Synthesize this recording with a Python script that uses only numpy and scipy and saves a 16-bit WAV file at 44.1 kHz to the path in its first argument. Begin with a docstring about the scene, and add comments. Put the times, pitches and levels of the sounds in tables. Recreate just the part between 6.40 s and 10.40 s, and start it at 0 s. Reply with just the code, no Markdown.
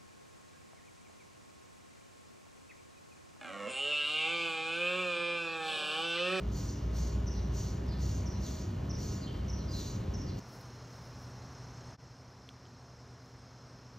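"""A cluster of bees on its comb in a walled garden, heard through a two-port stereo microphone.
About twice a second a wave of wing flicks, thousands of tiny clicks, ripples over it with a soft hiss.
Farther off, small birds chip and slur, their trilled notes smeared by leaves and walls.
Behind them lie town rumble, a distant engine's drone and the faint hum of a motor."""
import sys
import numpy as np
from scipy import signal
from scipy.fft import rfft, irfft
from scipy.io import wavfile
from scipy.ndimage import uniform_filter1d

SR = 44100
rng = np.random.default_rng(int(sys.argv[2]) if len(sys.argv) > 2 else 0)


def wav_out(sig):
    """Save sig, one row per channel (or a flat mono array), as 16-bit PCM at SR to the path in sys.argv[1]."""
    wavfile.write(sys.argv[1], SR, np.round(np.clip(np.atleast_2d(sig).T, -1, 1) * 32767).astype(np.int16))


N = 176400
TIME_S = np.arange(N) / SR
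BIN_HZ = np.arange(N // 2 + 1) * SR / N


def bees():
    """Each wave of wing flicks swells, sags and dies away; the cluster crawls on between waves."""
    # waves over the comb: start_s, attack_s, length_s, level_db
    waves = [(0.079, 0.105, 0.22, -50), (0.505, 0.078, 0.18, -49.5), (1.1, 0.08, 0.18, -49.5),
             (1.567, 0.071, 0.22, -50.5), (1.969, 0.11, 0.23, -50), (2.54, 0.1, 0.23, -49.5),
             (3.254, 0.15, 0.25, -48), (3.942, 0.1, 0.2, -48)]
    # tone of the hiss, its crisp top and the quiet crawl as heard, with a gap near 10 kHz:
    # frequency_hz, relative_db
    hiss_tone = [(2000, -13), (3400, 0), (4300, -2), (4900, -2.5), (5500, -0.5), (6900, 1), (7500, -4.5),
                 (8300, 3.5), (10000, -38), (12000, -7), (13500, -3), (15500, -14)]
    snap_tone = [(3000, -12.5), (5000, 12), (6000, 21), (8300, 15), (10000, -14), (11800, -9.5),
                 (13200, 22), (14500, 15.5), (15600, -13.5)]
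    crawl_tone = [(1500, -8), (2500, -6.5), (2900, 1.5), (3550, -2.5), (4050, -5), (4450, -2), (4900, -3.5),
                  (5200, -5.5), (5750, -3.5), (6500, -7), (7300, -12), (8000, -9.5), (10000, -22),
                  (12000, -13), (13500, -15.5), (15600, -17.5)]
    # wing resonances, the highest trailing most: centre_hz, width_hz, relative_db, lag_s
    resonances = [(4470, 640, -8.5, .002), (5650, 830, -7, 0.0045), (6310, 760, -7.5, .006),
                  (6920, 590, -10, 0.018)]
    sag_db_per_s, release_s, snap_fade_s = 24.5, 0.085, 0.074
    body, front = np.zeros(N), np.zeros(N)
    for start, attack, length, db in waves:
        age = np.maximum(TIME_S - start, 0)
        rise = undb(db) * np.sin(np.pi / 2 * np.minimum(age / attack, 1)) ** 2
        past_peak = np.maximum(age - attack, 0)
        release = np.exp(-np.maximum(age - length, 0) / release_s)
        body += rise * undb(-sag_db_per_s * past_peak) * release
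        front += rise * np.exp(-past_peak / snap_fade_s)
    ripple = undb(0.46 * wander(rate_hz=44))
    hiss = undb(-9) * body * colour(spread(flicks, side_db=-28.5), hiss_tone)
    for hz, width, db, lag in resonances:
        swell = delayed(body, lag) * undb(db + 2 * wander(rate_hz=35))  # each flutters on its own
        hiss += swell * resonate(spread(flicks, side_db=-15), hz, width)
    snap = undb(-15) * front * colour(spread(flicks, side_db=-25), snap_tone)
    crawl = undb(-62) * colour(spread(flicks, side_db=-31.5), crawl_tone)
    return ripple * (hiss + snap) + crawl


def flicks(per_s=6500):
    """Dense tiny clicks of wings and legs, a few stronger than the rest."""
    return (rng.random(N) < per_s / SR) * rng.standard_normal(N)


def birds():
    """Notes come through the leaves and ring on in the garden; chips also echo off the nearest walls."""
    # short falling chips: start_s, top_pitch_hz, level_db
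    chip_notes = [(0.27, 6100, -53.5), (.862, 6174, -48.5), (1.18, 6220, -55), (1.852, 6080, -50),
                  (2.491, 6010, -47), (3.078, 6110, -47.5), (3.731, 6390, -54)]
    # slurs and short notes, mostly falling: start_s, length_s, from_hz, to_hz, level_db, trill_share
    slur_notes = [(0.936, 0.068, 4410, 3800, -62.5, 0.091), (1.466, 0.093, 5420, 3260, -59, .08),
                  (1.925, .05, 4190, 3890, -65, .06), (2.018, 0.066, 4500, 3170, -58, 0.094),
                  (2.801, 0.055, 4720, 3800, -56, .07), (2.865, 0.021, 3050, 3250, -52.5, 0.026),
                  (2.891, 0.025, 3165, 2962, -58.5, 0.024), (3.165, 0.087, 4200, 3950, -62.5, 0.058),
                  (3.276, 0.047, 4930, 4800, -56, .025), (3.327, 0.032, 4148, 3987, -49, 0.027),
                  (3.366, 0.052, 4140, 3940, -52, .06), (3.736, 0.018, 5380, 5340, -51.5, .01),
                  (3.79, 0.044, 5480, 5360, -56, .01), (3.857, 0.064, 4820, 3835, -59, .08)]
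    # single echoes off the nearest walls: delay_s, gain_db
    wall_echoes = [(.045, -16), (.093, -10)]
    leaves_t60_s, walls_t60_s = .06, .72
    chips = sum(bird_note(start, length_s=.03, from_hz=hz, to_hz=.84 * hz, db=db, trill_share=.032)
                for start, hz, db in chip_notes)
    slurs = sum(bird_note(*note) for note in slur_notes)
    echoes = sum(undb(db) * scatter(delayed(chips, delay), leaves_t60_s) for delay, db in wall_echoes)
    garden = undb(1) * scatter(delayed(chips, delay_s=.03) + undb(1) * slurs, walls_t60_s)
    through_leaves = undb(-2.5) * scatter(chips + slurs, leaves_t60_s)
    return through_leaves + echoes + garden


def bird_note(start_s, length_s, from_hz, to_hz, db, trill_share, trill_hz=330):
    """One note that glides ever faster; a rapid, uneven trill of pitch and level makes it buzz."""
    progress = np.clip((TIME_S - start_s) / length_s, 0, 1)
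    trill = phase(trill_hz * (1 + .3 * wander(trill_hz)))
    glide_hz = from_hz * (to_hz / from_hz) ** (progress ** 1.5)
    warble = .025 * wander(rate_hz=900)
    pitch_hz = glide_hz * (1 + trill_share * np.sin(trill) + warble)
    envelope = undb(db) * np.sqrt(2 * np.abs(np.sin(np.pi * progress)))
    return envelope * (1 + .4 * np.cos(trill)) * np.sin(phase(pitch_hz))


def scatter(x, t60_s):
    """A dense spray of reflections that dies away, slightly different left and right."""
    decay = undb(-60 * TIME_S[:SR] / t60_s)
    tail = spread(lambda: rng.standard_normal(SR), side_db=-13) * decay
    return signal.fftconvolve(x[None], tail / np.sqrt(np.sum(tail ** 2) / 2), axes=1)[:, :N]


def town():
    """Far rumble that swells a little; the bass is the same left and right."""
    # spectrum of the rumble: frequency_hz, relative_db
    rumble_spectrum = [(15, -56), (25, -10), (35, -14.5), (50, -2), (106, -1.5), (168, -8), (196, -5.5),
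                       (221, -10.5), (294, -14), (357, -15.5), (409, -17), (441, -25), (515, -22),
                       (662, -27), (991, -29.5), (1320, -33.5), (2500, -39), (3250, -65.5), (5500, -120)]
    # stereo width, as side against mid: frequency_hz, side_db
    stereo_width = [(70, -59.5), (130, -52), (220, -23.5), (330, -12), (480, 0.5), (700, -2.5), (1400, -3),
                    (2000, -12.5)]
    mid, side = rfft(rng.standard_normal((2, N)))
    pair = irfft(mid + side * undb(over_hz(stereo_width)) * np.array([[1], [-1]]), N)
    return undb(-37.5 + .4 * wander(rate_hz=4.63)) * colour(pair, rumble_spectrum)


def engine():
    """A distant engine drones, drops away and returns."""
    # course of the drone: time_s, pitch_hz, level_db
    drone = [(0, 59.3, -34), (.35, 59.5, -43.5), (.47, 61.14, -34), (.9, 62.05, -36), (1.1, 60.7, -36.5),
             (1.35, 62.96, -44), (1.6, 66, -32.5), (1.85, 63.6, -39), (2.039, 64.4, -43),
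             (2.15, 64.7, -48.5), (2.9, 65.96, -57), (3.12, 68.4, -35), (3.42, 66.4, -54), (3.8, 59, -45),
             (4, 65.5, -46)]
    times, pitch_hz, level_db = np.array(drone).T
    hz, db = np.interp(TIME_S, times, pitch_hz), np.interp(TIME_S, times, level_db)
    return machine_tone(hz, db, drift_share=0.0256, flutter_db=0.3)


def motor():
    """A motor hums and whines faintly throughout."""
    # partials of the low hum: pitch_hz, level_db
    hum_partials = [(98, -48.5), (121, -52.5), (147, -55.5), (195, -53.5), (292, -59.5), (410, -64),
                    (435, -67.5), (532, -75.5), (626, -65.5)]
    # partials of the thin whine: pitch_hz, relative_db
    whine_partials = [(969.0, -68.5), (1066, -66.5), (1265, -69), (1459, -74), (1744, -81), (1793, -73),
                      (2821, -72), (3548, -78), (3854, -80.5), (4032, -97), (4161, -77)]
    hum = sum(machine_tone(hz, db, drift_share=0.007044, flutter_db=3) for hz, db in hum_partials)
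    whine = sum(machine_tone(hz, db, drift_share=0.000984, flutter_db=2) for hz, db in whine_partials)
    return hum + undb(-2) * whine


def machine_tone(hz, db, drift_share, flutter_db):
    """A sine tone, slightly unsteady in level and pitch."""
    amplitude = np.sqrt(2) * undb(db + flutter_db * wander(rate_hz=8.2))
    return amplitude * np.sin(phase(hz * (1 + drift_share * wander(rate_hz=6))))


def undb(db):
    return 10 ** (np.asarray(db) / 20)


def unit_rms(x):
    return x / np.sqrt(np.mean(x ** 2))


def phase(hz):
    return 2 * np.pi * np.cumsum(hz) / SR


def delayed(x, delay_s):
    return np.interp(TIME_S - delay_s, TIME_S, x)


def over_hz(table):
    """A table read at every bin on a log-frequency axis."""
    hz, values = np.array(table, float).T
    return np.interp(np.log(BIN_HZ + 1), np.log(hz), values)


def colour(x, spectrum):
    """Give a sound a spectrum that falls away steeply beyond its ends; rms 1."""
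    hz = BIN_HZ + 1
    skirts = 1 / np.sqrt(1 + (spectrum[0][0] / hz) ** 8 + (hz / spectrum[-1][0]) ** 12)
    return unit_rms(irfft(rfft(x) * undb(over_hz(spectrum)) * skirts, N))


def resonate(x, hz, width_hz):
    """One steep resonance; rms 1."""
    return unit_rms(irfft(rfft(x) / (1 + (2 * (BIN_HZ - hz) / width_hz) ** 2), N))


def wander(rate_hz):
    """Random steps, smoothed twice; rms 1."""
    hold = max(int(SR / rate_hz), 1)
    steps = np.repeat(rng.standard_normal(N // hold + 1), hold)
    return unit_rms(uniform_filter1d(uniform_filter1d(steps, hold), hold)[:N])


def spread(draw, side_db):
    """A stereo pair from a shared draw and a weaker opposed one."""
    return draw() + undb(side_db) * draw() * np.array([[1], [-1]])


def scene():
    """The garden, from the far town in to the comb."""
    return town() + engine() + motor() + birds() + bees()


def record(dry):
    """The microphone's two ports hear the treble out of step; the deepest bass and the top are cut."""
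    # phase by which the left port leads the right: frequency_hz, lead_rad
    port_lead = [(1500, 0), (4000, .5), (4750, 1.1), (5250, 0), (6500, .8), (8000, 2.1), (9300, 2.95),
                 (10800, 3.3), (12000, 4.1), (14500, 5.5)]
    low_cut_hz, top_hz = 35.6, 15500
    lead = over_hz(port_lead)
    soft_ends = signal.windows.tukey(N, .003)
    pair = irfft(rfft(dry * soft_ends) * np.exp(1j * np.array([lead, -lead]) / 2), N)
    pair = signal.sosfilt(signal.butter(4, low_cut_hz, "high", fs=SR, output="sos"), pair)
    return signal.sosfilt(signal.ellip(10, .2, 80, top_hz, fs=SR, output="sos"), pair)


dry = scene()
out = record(dry)
wav_out(out)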